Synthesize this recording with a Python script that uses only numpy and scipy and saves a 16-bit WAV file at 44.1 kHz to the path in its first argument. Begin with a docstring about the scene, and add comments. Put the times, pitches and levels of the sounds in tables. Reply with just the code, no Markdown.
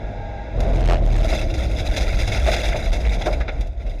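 """Inside a race car, the engine drones and a tyre sings in a corner. From about half a second the wheels
drum over a ribbed kerb, forcing the shell into vibration and rattling loose fittings. Then the car slides
onto dirt and grass: soil and grit spray the wheel arches, clods thump the floor, stones knock on the body
and the shell booms over the bumps as the engine note sinks. One cabin microphone hears it all and
overloads on the biggest booms."""
import sys
import numpy as np
from scipy import signal
from scipy.fft import rfft, irfft, next_fast_len
from scipy.io import wavfile
from scipy.ndimage import uniform_filter1d, map_coordinates

SR = 44100
rng = np.random.default_rng(int(sys.argv[2]) if len(sys.argv) > 2 else 0)


def unload_wav(signal):
    """Save mono or channel-first audio to the path in sys.argv[1] as 16-bit WAV at rate SR, clipped to [-1, 1]."""
    wavfile.write(
        sys.argv[1],
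        SR,
        np.round(np.clip(np.atleast_2d(signal).T, -1, 1) * 32767).astype(np.int16),
    )


N = 176400
T = np.arange(N) / SR


def amp(db):
    """Decibels to amplitude ratio."""
    return 10 ** (np.asarray(db) / 20)


def unit(x):
    """Normalisation to rms 1."""
    return x / np.sqrt(np.mean(x ** 2) + 1e-20)


def curves(rows):
    """Linear interpolation: one value per sample for each column after the time."""
    times, *columns = np.transpose(rows)
    return [np.interp(T, times, column) for column in columns]


def wobble(knots_per_s):
    """Random modulation: a smooth curve through Gaussian values."""
    return map_coordinates(rng.standard_normal(2000), [T * knots_per_s + 2], mode="mirror")


def noise():
    """White Gaussian noise."""
    return rng.standard_normal(N)


def coloured(x, *spectra):
    """Minimum-phase filtering by cascaded (frequency_hz, gain_db) curves, scaled to rms 1."""
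    size = 2 * next_fast_len(N // 2 + SR // 4)
    log_hz = np.log(np.fft.rfftfreq(size, 1 / SR) + 1)
    db = sum(np.interp(log_hz, np.log(hz), gain_db) for hz, gain_db in map(np.transpose, spectra))
    cepstrum = irfft(np.log(amp(db)))
    cepstrum[1:size // 2] *= 2  # folding onto positive time makes the filter causal
    cepstrum[size // 2 + 1:] = 0
    return unit(irfft(rfft(x, size) * np.exp(rfft(cepstrum)))[:N])


def steadied(x, window_s):
    """Division by the running rms evens out chance swells."""
    return x / np.sqrt(np.abs(uniform_filter1d(x ** 2, max(int(window_s * SR), 1))) + 1e-6)


def burst(start_s, hold_s, rise_s, t60_s):
    """Impact envelope: rise, hold and exponential decay."""
    t = np.maximum(T - start_s, 0)
    decay_db = 60 * np.minimum(np.maximum(t - hold_s, 0) / t60_s, 2)
    return (1 - np.exp(-t / rise_s)) * amp(-decay_db)


def grit(grains_per_s=1800, spread_db=1.5, dust_gain=0.5):
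    """Shot noise: single grains strike at random over a bed of fine dust."""
    impulses = (rng.random(N) < grains_per_s / SR) * np.sign(noise())
    sizes = amp(spread_db * np.clip(noise(), -2, 2))
    return unit(impulses * sizes) + dust_gain * noise()


def stony_grit(pings_per_s=700, low_hz=1300, high_hz=9000, t60_s=.028, spread_db=18):
    """Damped free vibration: small stones among the grit each ping at their own pitch."""
    grains = grit()
    when, pitch, size = rng.random((int(pings_per_s * N / SR), 3)).T[:, :, None]
    t = np.arange(SR // 25) / SR
    hz = low_hz * (high_hz / low_hz) ** pitch
    rings = amp(spread_db * size) * np.sin(2 * np.pi * hz * t) * amp(-60 * t / t60_s)
    samples = (when * N).astype(int) + np.arange(len(t))
    pings = np.bincount(samples.ravel(), rings.ravel(), N)[:N]
    return grains + amp(-4.5) * unit(pings)


# transmission through wheel arches and cabin: frequency_hz, gain_db
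CABIN_RESPONSE = [(200, -6), (650, 3.5), (830, -5), (1120, -25), (1410, -9.5), (1760, -15), (1880, -12.5),
                  (2130, -5), (2480, -13), (2720, -10), (2920, -24.5), (3150, -22.5), (3500, -9.5),
                  (3980, -13), (4250, -24.5), (4550, -25), (4960, -15), (5300, -23), (6600, -22.5),
                  (7800, -36.5), (9450, -32.5), (12500, -41), (15300, -48)]


def through_cabin(x, spectrum):
    """Source and filter: arches and cabin impose their resonances on a source spectrum."""
    return coloured(x, CABIN_RESPONSE, spectrum)


# hum of a body panel: time_s, level_db
PANEL_LEVEL = [(.6, -61), (.75, -33), (1.46, -38), (1.53, -29), (1.63, -40.5), (2.0, -37), (3.3, -57)]


def panel_hum(pitch_hz=323.4):
    """Resonance: a body panel hums at its natural frequency, wavering in phase."""
    return amp(curves(PANEL_LEVEL)[0]) * np.sin(2 * np.pi * pitch_hz * T + 1.13 * wobble(55))


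# engine drone: time_s, firing_rate_hz, level_db
ENGINE_COURSE = [(0, 100.4, -36), (.55, 103.6, -41.5), (1.4, 107, -33.5), (2.1, 102.5, -40),
                 (4, 82.4, -54.5)]
# its harmonics: harmonic_number, relative_db
ENGINE_HARMONICS = [(1, -1), (2, -13.5), (3, -19), (4, -23), (5, -14), (6, -13), (7, -19.5)]


def engine():
    """Periodic firing gives a harmonic series, roughened by random pitch and level modulation."""
    firing_hz, level_db = curves(ENGINE_COURSE)
    phase = 2 * np.pi * np.cumsum(firing_hz * (1 + 0.0099 * wobble(30.34))) / SR
    drone = sum(amp(db + 1.14 * wobble(23.85)) * np.sin(k * phase) for k, db in ENGINE_HARMONICS)
    return amp(level_db) * unit(drone)


# singing tyre: time_s, pitch_hz, level_db
SQUEAL_COURSE = [(0, 832, -43), (.12, 813, -46), (.21, 803.5, -37.5), (.42, 815, -39), (.54, 842, -42),
                 (.65, 850, -76)]
# the note, a second tyre and the octave: pitch_ratio, relative_db
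SQUEAL_TONES = [(1, 0), (1.112, -8), (2, -10)]
# rough edge of the note: frequency_hz, gain_db
SCRUB_SPECTRUM = [(300, -100), (740, -52), (820, 33), (920, 6), (1000, -18), (2000, -100)]


def tyre_squeal(waver_share=0.0168, scrub_db=-14):
    """Frictional oscillation: scrubbing tyres sing a thin note until they leave the asphalt."""
    pitch_hz, level_db = curves(SQUEAL_COURSE)
    phase = 2 * np.pi * np.cumsum(pitch_hz * (1 + waver_share * wobble(130))) / SR
    note = sum(amp(db + 3.5 * wobble(70)) * np.sin(ratio * phase) for ratio, db in SQUEAL_TONES)
    scrub = amp(scrub_db) * coloured(noise(), SCRUB_SPECTRUM)
    return amp(level_db) * (unit(note) + scrub)


# envelopes of shell boom, wheel roar and tyre hiss: time_s, level_db
BOOM_LEVEL = [(0, -30), (.5, -31.5), (.6, -23.5), (.76, -21), (1.19, -25), (1.28, -20), (1.8, -20.5),
              (1.92, -20), (2.3, -20), (2.5, -21.5), (3.0, -22.5), (3.4, -26), (4, -28)]
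ROAR_LEVEL = [(0, -34), (.5, -35.5), (.63, -23), (.93, -26), (1.08, -28), (1.3, -28), (1.5, -30.5),
              (2.6, -29), (3.1, -30.5), (3.35, -28.5), (3.5, -35), (3.62, -33), (3.72, -45), (3.88, -35),
              (4, -42)]
HISS_LEVEL = [(0, -45), (.55, -45.5), (.65, -39.5), (.95, -49), (3.6, -45.5), (3.7, -58)]
# their spectra: frequency_hz, gain_db
BOOM_SPECTRUM = [(12, -27), (25, -9), (34, -0.5), (45, -3), (62, -3), (78, -18), (102, -15), (150, -34.5),
                 (900, -92.5)]
ROAR_SPECTRUM = [(50, 5), (115, 4.5), (270, -2.5), (390, -5), (500, -4), (590, 0.5), (660, 2.5),
                 (780, -7.5), (900, -15), (1100, -23.5), (1500, -28.5), (2400, -36), (8000, -67)]
HISS_SPECTRUM = [(500, 0.5), (1100, 7), (1550, 12.5), (2100, 8), (3600, 4), (7000, 0.5), (12000, -14)]


def rolling():
    """Random excitation in three bands: the shell booms, the wheels roar and the tyres hiss."""
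    boom = amp(curves(BOOM_LEVEL)[0]) * steadied(coloured(noise(), BOOM_SPECTRUM), window_s=0.15)
    roar = amp(curves(ROAR_LEVEL)[0] + 0.54 * wobble(40)) * coloured(noise(), ROAR_SPECTRUM)
    hiss = amp(curves(HISS_LEVEL)[0]) * through_cabin(noise(), HISS_SPECTRUM)
    return boom + roar + hiss


# bumps in the ground: centre_s, level_db
GROUND_BUMPS = [(2.06, -13.5), (2.149, -11), (2.457, -11), (2.538, -12), (2.709, -11), (2.905, -11),
                (3.077, -9.5), (3.159, -12.5), (3.32, -16), (3.4, -14.5), (3.602, -17.5), (3.87, -21.5)]


def jolts(shell_hz=44, width_s=.03):
    """Transient response: each bump sets the shell booming for a few cycles."""
    out = np.zeros(N)
    for centre_s, db in GROUND_BUMPS:
        hz = shell_hz * np.exp(.12 * rng.standard_normal())
        swell = amp(db) * np.exp(-((T - centre_s) / width_s) ** 2)
        out += swell * np.sin(2 * np.pi * (hz * T + rng.random()))
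    return out


# clicks of loose fittings: start_s, level_db
FITTING_CLICKS = [(0.761, -30), (0.808, -25.5), (0.858, -24), (.876, -25), (0.909, -26), (.929, -22),
                  (1.164, -22), (1.185, -32), (1.214, -30)]
# their spectrum: frequency_hz, gain_db
CLICK_SPECTRUM = [(500, 9), (2000, 5.5), (6500, -3), (15000, -26)]


def loose_fittings():
    """Brief contact gives a broad spectrum: fittings click as the kerb shakes them."""
    strikes = sum(amp(db) * burst(start_s, 0, rise_s=.0001, t60_s=.011) for start_s, db in FITTING_CLICKS)
    return strikes * coloured(noise(), CLICK_SPECTRUM)


# pebbles on glass and panels: start_s, level_db
PEBBLE_HITS = [(0.604, -31), (1.056, -29), (2.928, -32), (3.327, -32.5), (3.609, -35), (3.67, -44),
               (3.867, -50), (3.895, -45)]
# their spectrum: frequency_hz, gain_db
PEBBLE_SPECTRUM = [(1500, -3.5), (5000, 6.5), (13000, 10)]


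def pebbles():
    """Hard impacts are rich in treble: single pebbles crack against the car."""
    strikes = sum(amp(db) * burst(start_s, 0, rise_s=.0001, t60_s=.071) for start_s, db in PEBBLE_HITS)
    return strikes * through_cabin(grit(), PEBBLE_SPECTRUM)


# big stones against the body: start_s, pitch_hz, level_db
STONE_HITS = [(2.319, 2227, -22.5), (2.728, 2050, -27.5), (3.05, 2200, -27.5), (3.407, 1685, -28),
              (3.481, 1487, -28.5)]


def stone_knocks():
    """Damped local resonance: a big stone rings the spot it strikes, roughly and briefly."""
    out = np.zeros(N)
    for start_s, hz, db in STONE_HITS:
        clack = unit(np.sin(2 * np.pi * hz * T + wobble(1100)))
        out += amp(db) * burst(start_s, 0, rise_s=.001, t60_s=.064) * clack
    return out


# clods and bumps against the floor: start_s, level_db, hold_s
FLOOR_HITS = [(.886, -20.5, 0.051), (1.242, -26, 0.013), (1.323, -21.5, 0.011), (2.455, -26, 0.019),
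              (2.476, -14, 0.0071), (2.744, -21.5, 0.016), (3.26, -18, 0.028), (3.31, -30, 0.0096),
              (3.484, -51, .012)]
# floor pan modes: frequency_hz, bandwidth_hz, gain_db
PAN_MODES = [(361, 43, -6.5), (540, 113, -7), (634, 61, 2), (700, 60, -2.5), (868, 41, -12.5),
             (1410, 430, -27)]


def floor_thumps():
    """Modal superposition: crumbling clods and bumps ring the resonances of the floor pan."""
    hz = np.fft.rfftfreq(N, 1 / SR)
    response = 0
    for k, (mode_hz, bandwidth_hz, db) in enumerate(PAN_MODES):
        damping = 1j * hz * bandwidth_hz
        response += (-1) ** k * amp(db) * damping / (mode_hz ** 2 - hz ** 2 + damping)
    ring = steadied(unit(irfft(rfft(grit()) * response, N)), window_s=0.041)
    power = sum((amp(db) * burst(start_s, hold_s, rise_s=.0016, t60_s=.1)) ** 2
                for start_s, db, hold_s in FLOOR_HITS)
    return ring * np.sqrt(power)


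# continuous spray of soil: time_s, level_db
SPRAY_LEVEL = [(.55, -63.5), (.63, -43.5), (.95, -48), (1.01, -52), (1.2, -38), (1.35, -29), (1.47, -45.5),
               (1.6, -34.5), (1.72, -39.5), (1.92, -34), (2.36, -33), (2.6, -31), (2.8, -34.5), (3.0, -39),
               (3.36, -43), (3.46, -64), (3.6, -47), (3.72, -60), (4, -50)]
# showers of grit: start_s, relative_db, hold_s, relative_treble_db
GRIT_SHOWERS = [(1.295, -34, 0.021, 3), (1.412, -31.5, 0.0081, 3), (1.539, -41, 0.0093, 13.5),
                (1.784, -44, 0.019, 15), (1.963, -31.5, 0.016, 12), (2.006, -36, 0.023, 11.5),
                (2.188, -29.5, 0.013, 4.5), (2.275, -35, 0.0064, 13), (2.318, -32, 0.058, 4.5),
                (2.456, -27, 0.032, -1), (2.514, -24.5, 0.028, 3.5), (2.563, -24.5, 0.0038, 2),
                (2.632, -31, 0.025, 3), (2.682, -30.5, 0.016, 3.5), (2.72, -32, 0.013, -19),
                (2.93, -29.5, 0.01, 1), (3.061, -28.5, 0.01, -21), (3.118, -36.5, 0.03, 5.5),
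                (3.211, -27.5, 0.013, -5), (3.257, -28.5, 0.012, 1.5), (3.326, -32.5, 0.0092, -1),
                (3.402, -32, 0.014, -7), (3.48, -27, 0.012, -30), (3.796, -47, 0.026, -4),
                (3.862, -39.5, 0.0035, -13)]
# spectra of spray, coarse grit and fine grit: frequency_hz, gain_db
SPRAY_SPECTRUM = [(200, -17), (600, -7), (1000, -3), (1500, -3.5), (15000, 5.5)]
COARSE_SPECTRUM = [(250, -14.5), (700, -2), (1400, -2.5), (2300, -1.5), (3600, -4), (5500, -12),
                   (12000, -27)]
FINE_SPECTRUM = [(1000, -16.5), (3000, -8), (5500, -3.5), (15000, -7)]


def soil(shower_gain_db=0.5, fine_gain_db=-5.5):
    """Incoherent sources add in power: showers of grit hit the arches over a fluttering spray."""
    spray_db = curves(SPRAY_LEVEL)[0] + 2.3 * wobble(55)
    spray = amp(spray_db) * through_cabin(stony_grit(), SPRAY_SPECTRUM)
    coarse_power, fine_power = np.zeros(N), np.zeros(N)
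    for start_s, db, hold_s, treble_db in GRIT_SHOWERS:
        power = (amp(db + shower_gain_db) * burst(start_s, hold_s, rise_s=.001, t60_s=.085)) ** 2
        coarse_power += power
        fine_power += power * amp(treble_db + fine_gain_db) ** 2
    coarse = np.sqrt(coarse_power) * through_cabin(stony_grit(), COARSE_SPECTRUM)
    fine = np.sqrt(fine_power) * through_cabin(grit(), FINE_SPECTRUM)
    return spray + coarse + fine


# crossing the kerb: time_s, rib_rate_hz, shake_db, rattle_db
KERB_CROSSING = [(.45, 42.7, -38, -70), (.6, 43.2, -18.5, -47), (.69, 43.2, -22, -48),
                 (.76, 43.2, -14.8, -39), (.865, 43.2, -13.6, -34), (.895, 43.2, -12.7, -23),
                 (.94, 43.2, -12.7, -24), (.99, 35, -18, -45), (1.04, 38.2, -14.7, -46),
                 (1.21, 38.2, -14, -36), (1.4, 38.2, -36, -70)]
# harmonics of the shaking: harmonic_number, relative_db
SHAKE_HARMONICS = [(1, 0), (2, -10.5), (3, -15.5)]
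# body rattle: frequency_hz, gain_db
RATTLE_SPECTRUM = [(650, 6.5), (1100, -6.5), (2200, -2.5), (6000, -19.5), (15000, -54)]


def kerb(rattle_sharpness=3):
    """Forced vibration: the shell shakes at the rib rate, and each swing up or down rattles the body."""
    rib_hz, shake_db, rattle_db = curves(KERB_CROSSING)
    phase = 2 * np.pi * np.cumsum(rib_hz * (1 + .006 * wobble(30))) / SR
    shake = unit(sum(amp(db + 0.48 * wobble(30.5)) * np.sin(k * phase) for k, db in SHAKE_HARMONICS))
    swings = unit(np.exp(rattle_sharpness * np.cos(phase) ** 2))  # two peaks a cycle
    rattle = swings * coloured(grit(), RATTLE_SPECTRUM)
    return amp(shake_db) * shake + amp(rattle_db) * rattle


def scene():
    """Superposition: all sources add at one cabin microphone, which feeds both channels."""
    car = rolling() + jolts() + engine() + panel_hum() + tyre_squeal()
    cabin = car + kerb() + loose_fittings() + soil() + pebbles() + floor_thumps() + stone_knocks()
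    return np.array([cabin, cabin])


def record(dry):
    """Saturation: big booms clip the input and chop the grit; coupling and a band limit follow."""
    clip_level, coupling_hz, top_hz = .27, 17, 15500
    clipped = dry / (0.5 + np.abs(dry / clip_level) ** 20) ** (1 / 20)
    highpass = signal.butter(1, coupling_hz, "high", fs=SR)
    coupled = signal.lfilter(*highpass, clipped)  # tilts the flat tops
    size = next_fast_len(N + SR // 2)
    passband = np.fft.rfftfreq(size, 1 / SR) < top_hz
    return irfft(rfft(coupled, size) * passband, size)[:, :N]


dry = scene()
out = record(dry)
unload_wav(out)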